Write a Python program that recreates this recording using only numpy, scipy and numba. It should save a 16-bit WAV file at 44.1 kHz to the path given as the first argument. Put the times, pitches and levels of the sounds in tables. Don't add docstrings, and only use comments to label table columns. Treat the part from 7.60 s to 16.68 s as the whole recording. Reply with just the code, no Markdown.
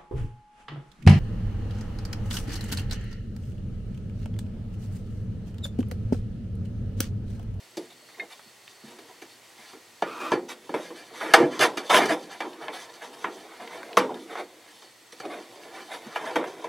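import sys
import numpy as np
from scipy import signal
from scipy.fft import rfft, irfft
from scipy.io import wavfile
from scipy.ndimage import uniform_filter1d
from numba import njit

SR = 44100
rng = np.random.default_rng(int(sys.argv[2]) if len(sys.argv) > 2 else 0)


def to_wav(sig):
    pcm = np.clip(np.atleast_2d(sig), -1, 1) * 32767
    pcm = np.round(pcm).astype(np.int16)
    wavfile.write(sys.argv[1], SR, pcm.T)


N = 400428
T = np.arange(N) / SR
PORT_SIGNS = np.array([[1], [-1]])


def undb(db):
    return 10 ** (np.asarray(db) / 20)


def unit(x):
    return x / np.sqrt(np.mean(x ** 2))


def unit_energy(x):
    return x / np.sqrt(np.sum(x ** 2))


def read(table, hz):
    f, v = np.transpose(table)
    return np.interp(np.log(hz + 1), np.log(f), v)


def butter(x, hz, kind="low"):
    return signal.sosfilt(signal.butter(4, hz, kind, fs=SR, output="sos"), x)


def coloured(size, gain):
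    return irfft(rfft(rng.standard_normal(size)) * gain(np.fft.rfftfreq(size, 1 / SR)), size)


def noise_band(hz, width):
    return unit(coloured(N, lambda f: np.exp(-(2 * (f - hz) / width) ** 2 / 2)))


def walk(rate):
    hold = int(SR / rate)
    steps = np.repeat(rng.standard_normal(N // hold + 1), hold)
    return unit(uniform_filter1d(uniform_filter1d(steps, hold), hold)[:N])


# frequency_hz [Hz], relative_level_db [dB per Hz]
AIR = [(24, -64), (40, -26.5), (112, -8), (215, -4.5), (337, 0), (1020, -1.5), (1720, -4.5), (1900, 1.5),
       (2260, -2.5), (7930, -8), (16000, -17.5)]
AIR_DB, AIR_SIDE_DB = -55, -8.5
AIR_SIDE_TOP_HZ = 8900


def hiss():
    return [unit(coloured(N, lambda f: undb(read(AIR, f)))) * undb(AIR_DB + 0.31 * walk(2.104))
            for _ in range(2)]


# centre_hz [Hz], width_hz [Hz], level_db [dB], throb_rate [per s], waver_db [dB]
INSECTS = [(1880, 80, -73, 0, 4), (4400, 340, -66.5, 0, 5), (8060, 130, -72, 19, 3)]


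def insects():
    out = np.zeros(N)
    for hz, width, db, throb, waver_db in INSECTS:
        band = noise_band(hz, width)
        gate = np.exp(1.5 * (np.cos(2 * np.pi * throb * T) - 1))
        out += band * unit(gate) * undb(db + waver_db * np.tanh(walk(17.0)))
    return out


def hum(centre_hz=118.4, width_hz=21, level_db=-77):
    return undb(level_db) * noise_band(centre_hz, width_hz)


def outdoors():
    mid, side = hiss()
    mid = mid + insects() + hum()
    return mid + undb(AIR_SIDE_DB) * butter(side, AIR_SIDE_TOP_HZ) * PORT_SIGNS


def grit(per_s, scatter_db, cap_db=15.0):
    chance = rng.random((3, N))
    slips = chance[0] < per_s / SR
    size_db = np.minimum(-scatter_db * np.log(chance[2] + 1e-9), cap_db)
    return unit(slips * np.sign(chance[1] - .5) * undb(size_db))


# time_s [s], pressure_db [dB]
RUB = [(0.0, -70), (1.01, -78), (1.29, -60.5), (2.3, -78), (2.7, -62), (2.95, -62.5), (3.6, -51),
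       (3.8, -45), (4.2, -48), (4.4, -42), (4.73, -51.5), (5.06, -48.5), (5.28, -55.5), (6.25, -50.5),
       (6.68, -51), (6.96, -62), (7.51, -71.5), (7.74, -52.5), (8.44, -53.5), (8.7, -43.5), (9.08, -47)]
RUB_BASS_DB = 0
RUB_TREBLE_DB, RUB_TREBLE_SLOPE = -56, 0.48


def rub():
    pressure = np.interp(T, *np.transpose(RUB))
    treble = RUB_TREBLE_DB + RUB_TREBLE_SLOPE * (pressure + 50)
    zone_db = pressure, pressure + RUB_BASS_DB, treble
    force = np.array([undb(db + 3.4 * walk(25)) for db in zone_db])
    return force * grit(4000, scatter_db=2.5)


# [treble over middle, dB]
KNOCKS = [(0.17, -25, 17, 10.5), (0.487, -26, -5, -26), (1.386, -28, 3.5, 1), (1.619, -23, 2.5, -2),
          (2.132, -25, 4.5, -18), (2.422, 0, -1.5, -20.5), (2.718, 3.5, 2, -16), (2.732, -6, 3.5, -19),
          (3.092, -15.5, 7.5, -16), (3.14, -1.5, 3, -16), (3.303, -18, 7.5, -35), (3.611, -1.5, -21, -24),
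          (3.737, 20.5, -13.5, -9.5), (3.993, -3.5, 8, 0), (4.172, -2, -1, -4.5), (4.456, -3.5, 5.5, -2.5),
          (4.502, -16, 15, 0), (4.639, -30, 12, -45), (4.804, 0.5, -15, -17), (4.819, -9, -3, -17),
          (5.081, -4.5, -8, -24), (5.642, 1, -5, -27), (6.37, 13, 0.5, -10), (6.542, -14.5, 3, -9),
          (6.753, -5.5, -11, -19), (7.221, -26.5, -3, -0.5), (7.522, -26, 3, 5), (7.6, -17.5, -1.5, -6.5),
          (7.651, -14.5, 6.5, -11), (8.466, -22, 0, -6), (8.559, 2, -27, -20), (8.757, 6, 2.5, -14.5),
          (8.839, -8, -9, -12.5), (9.042, -12.5, 4, -10)]
RING_DB, RING_PER_DEPTH = -0.5, 0.1


def knocks(contact=0.48, chatter_t60=0.036, rattle_t60=0.12):
    size = SR // 5
    crack, rung = np.zeros((2, 3, N + size))
    for s, force_db, depth, sharpness in KNOCKS:
        zone_db = force_db + np.array([0, depth, sharpness])
        ring_db = RING_DB + RING_PER_DEPTH * min(depth, 0)
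        at = slice(int(s * SR), int(s * SR) + size)
        for force, t60, share_db in ((crack, chatter_t60, 0), (rung, rattle_t60, ring_db)):
            sparse = rng.standard_normal(size) * (rng.random(size) < .15)
            blow = unit_energy(sparse * undb(-60 * T[:size] / t60))
            blow[0] += contact
            force[:, at] += undb(share_db) * undb(zone_db)[:, None] * blow
    return crack[:, :N], rung[:, :N]


# start_s [s], length_s [s], pressure_db [dB], brightness_db [dB]
SCRAPES = [(0.293, 0.036, -60, 13), (0.561, 0.1, -53, -9.5), (0.686, 0.063, -53.5, 11.5),
           (1.222, .14, -60, 9), (1.962, 0.18, -56.5, 9.5), (2.452, 0.3, -47.5, -7),
           (2.585, 0.14, -48.5, -5), (2.879, 0.048, -37.5, 8), (3.133, 0.14, -47, 6),
           (3.338, 0.077, -51.5, 10), (3.525, 0.16, -45.5, 6.5), (3.593, 0.24, -37, -3.5),
           (3.753, 0.11, -30.5, -18.5), (3.895, 0.12, -39, 1), (3.999, 0.059, -14, 0.5),
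           (4.292, 0.024, -16.5, 0), (4.318, 0.068, -12, 1.5), (4.371, 0.086, -21, -5.5),
           (4.477, 0.065, -21.5, -2), (4.693, 0.069, -40.5, 3.5), (4.826, 0.037, -39.5, -11),
           (4.993, 0.082, -41, -4.5), (5.113, 0.076, -40, 5.5), (5.177, 0.086, -46.5, 11),
           (5.283, 0.013, -45, 0), (5.402, 0.069, -40, 1.5), (5.524, 0.021, -52, 9),
           (5.98, 0.081, -44, -3.5), (6.097, 0.099, -44, 2.5), (6.483, 0.038, -40, -14),
           (6.677, 0.086, -40, -1.5), (6.76, 0.06, -35, -3), (7.621, 0.044, -45.5, -12),
           (7.69, 0.069, -39, -3), (8.118, 0.12, -45.5, -1), (8.297, 0.076, -39.5, 4),
           (8.644, 0.049, -51, 12), (9.013, 0.035, -51, 2)]
SCRAPE_BASS_DB, SCRAPE_TREBLE_DB = -5.5, -9


def scrapes(rise=0.3, fall=0.59):
    force = np.zeros((3, N))
    for start, length, press_db, bright in SCRAPES:
        zone_db = press_db + np.array([0, SCRAPE_BASS_DB - bright, SCRAPE_TREBLE_DB + bright])
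        span = min(length, .09)
        inside = np.minimum((T - start) / rise, (start + length + 0.012 - T) / fall) / span
        force += undb(zone_db)[:, None] * np.clip(inside, 0, 1)
    return force * undb(np.tanh(walk(60))) * grit(5000, scatter_db=1.5)


# frequency_hz [Hz], relative_level_db [dB per Hz]
SHELL = [(59, -62), (100, -25), (340, 6), (697, -1.5), (808, 5), (2270, -6.5), (2750, -15), (3540, -12.5),
         (4100, -22), (5870, -22), (6530, -26), (10800, -27), (15500, -45)]


def tail(t60_table):
    t, out = T[:SR // 2], 0
    for hz in 85 * 2 ** np.arange(0, 7.6, 1 / 2):
        def band_gain(f):
            return undb(read(SHELL, f)) * np.clip(1 - 2 * abs(np.log2((f + 1) / hz)), 0, 1)
        decay = undb(-60 * t / read(t60_table, hz)) * np.minimum(t * hz, 1)
        out = out + coloured(len(t), band_gain) * unit_energy(decay)
    return unit(out)


# frequency_hz [Hz], t60_s [s]
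CRACK_T60 = [(200, 0.24), (1000, 0.0083), (8000, 0.081)]


def crack_response():
    return tail(CRACK_T60)


# frequency_hz [Hz], width_hz [Hz], relative_level_db [dB]
PANEL = [(431, 117, 3.5), (905, 18.7, -30), (1703, 58, 4), (2347, 31, 3), (3053, 30, -4.5),
         (3220, 110, -10), (3540, 13, -32), (4466, 20, 2), (4746, 140, -6.5), (4940, 29, -5),
         (5930, 570, -11)]
# frequency_hz [Hz], t60_s [s]
SHELL_T60 = [(150, 0.8), (400, 0.54), (1000, 0.21), (2800, 0.18), (7000, 0.33), (15000, 0.033)]
PANEL_DB = -3


def ring(scatter_db=1.0):
    t, modes = T[:SR // 2], 0
    for hz, w, db in PANEL:
        size = undb(db + scatter_db * rng.standard_normal()) * w
        modes = modes + size * np.exp(-np.pi * w * t) * np.sin(2 * np.pi * hz * t)
    return tail(SHELL_T60) + undb(PANEL_DB) * unit(modes)


def zones(response, low_hz=601, high_hz=3180):
    bands = ([low_hz, high_hz], "band"), (low_hz, "low"), (high_hz, "high")
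    return [unit_energy(butter(response, hz, kind)) for hz, kind in bands]


def through(force, response):
    return sum(signal.oaconvolve(f, z)[:N] for f, z in zip(force, zones(response)))


def taps(events, modes, contact_s):
    out = np.zeros(N)
    for s, event_db in events:
        t = np.clip(T - s, 0, 1)
        push = 1 - np.exp(-t / contact_s)
        for hz, db, t60 in modes:
            out += push * undb(event_db + db - 60 * t / t60) * np.sin(2 * np.pi * hz * t)
    return out


# start_s [s], level_db [dB]
TINKS = [(.545, -42), (.597, -18.5), (0.603, -22)]
# frequency_hz [Hz], relative_level_db [dB], t60_s [s]
TOOL = [(1785, -8.5, 0.047), (1920, -8.5, .05), (2117, -5.5, 0.1), (2500, -11, 0.023), (3705, -22, 0.093),
        (4260, -18, 0.028)]


def tinkles():
    return taps(TINKS, TOOL, contact_s=0.0013)


# start_s [s], peak_db [dB], centre_hz [Hz]
TICKS = [(.7946, -35, 1090), (1.0787, -32, 2400), (4.311, -8, 1500), (4.3445, -3, 1700), (4.366, -3, 1900),
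         (4.637, -35, 3200), (4.9314, -36, 2950), (5.0826, -25, 2200), (6.0755, -30, 2400),
         (6.2312, -26, 1200), (6.33, -27.5, 2400), (8.035, -36, 2000)]
TICK_T60_S, TICK_OCTAVES = 0.026, 0.76


def ticks():
    size = SR // 20
    out = np.zeros(N + size)
    for s, peak_db, hz in TICKS:
        burst = coloured(size, lambda f: np.exp(-(np.log2((f + 1) / hz) / TICK_OCTAVES) ** 2))
        tick = burst * undb(-60 * T[:size] / TICK_T60_S)
        out[int(s * SR):int(s * SR) + size] += undb(peak_db) * tick / np.abs(tick).max()
    return out[:N]


# start_s [s], level_db [dB]
THUMPS = [(0.86, -46), (1.238, -32.5), (1.274, -39), (1.35, -46), (1.627, -50), (1.99, -45), (8.463, -29)]
# frequency_hz [Hz], relative_level_db [dB], t60_s [s]
PADDING = [(151, -10.5, 0.116), (224, 3, 0.06), (335, -5, .06)]


def thumps():
    return taps(THUMPS, PADDING, contact_s=0.0053)


def sing(force, start_s, end_s, modes):
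    touched = force * (T > start_s) * (T < end_s)
    out = np.zeros(N)
    for hz, w, db in modes:
        resonance = signal.lfilter(*signal.iirpeak(hz, hz / w, SR), touched)
        out += undb(db) * np.sqrt(SR / np.pi / w) * resonance
    return out


# centre_hz [Hz], width_hz [Hz], relative_level_db [dB]
DRAG = [(1200, 79, 6.5), (1320, 60, -3), (2440, 150, 0), (3120, 110, -12.5)]


def dragged_edge(force):
    return sing(force, 2.44, 2.72, DRAG)


# centre_hz [Hz], width_hz [Hz], relative_level_db [dB]
CLIP = [(3480, 33, -7), (5070, 30, -12), (6160, 25, -14), (7200, 25, -29)]


def strained_clip(force):
    return sing(force, 3.72, 4.56, CLIP)


# frequency_hz [Hz], relative_level_db [dB]
WIDTH = [(150, -61), (600, -25), (2400, -17.5), (12000, -24)]


def widen(mid):
    decay = undb(-60 * T[:4096] / .08)
    scatter = coloured(len(decay), lambda f: undb(read(WIDTH, f))) * unit_energy(decay)
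    return mid + signal.oaconvolve(mid, scatter)[:N] * PORT_SIGNS


def trim(slide_ring_db=-5.0, radiate_hz=144):
    crack, rung = knocks()
    slide = rub() + scrapes()
    spots = np.array([walk(24) for _ in range(4)])
    spots = spots / np.sqrt(np.sum(spots ** 2, axis=0))
    mid = np.zeros(N)
    for w in spots:
        mid += through(w * (crack + slide), crack_response())
        mid += through(w * (rung + undb(slide_ring_db) * slide), ring())
    mid += dragged_edge(slide[0]) + strained_clip(rung[2] + slide[2]) + thumps() + ticks()
    return widen(butter(mid, radiate_hz, "high"))


def scene():
    return outdoors() + trim() + tinkles()


@njit
def follow(x, attack, release):
    y, e = np.empty(len(x)), 0.
    for i in range(len(x)):
        e += (x[i] - e) * (attack if x[i] > e else release)
        y[i] = e
    return y


GAIN_TOP_DB, GAIN_RATIO = -40, 1.167
GAIN_ATTACK_S, GAIN_RELEASE_S = 0.032, 0.42
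TOP_HZ = 15900


def record(dry):
    level = np.abs(dry).mean(axis=0)
    meter = follow(level, 1 / (GAIN_ATTACK_S * SR), 1 / (GAIN_RELEASE_S * SR))
    gain = np.minimum(undb(GAIN_TOP_DB) / (meter + 1e-9), 1) ** (1 - 1 / GAIN_RATIO)
    ports = undb([[-.25], [.25]])
    clipped = np.clip(dry * gain * ports, -1, 1)
    return signal.sosfilt(signal.ellip(10, .2, 70, TOP_HZ, fs=SR, output="sos"), clipped)


dry = scene()
out = record(dry)
to_wav(out)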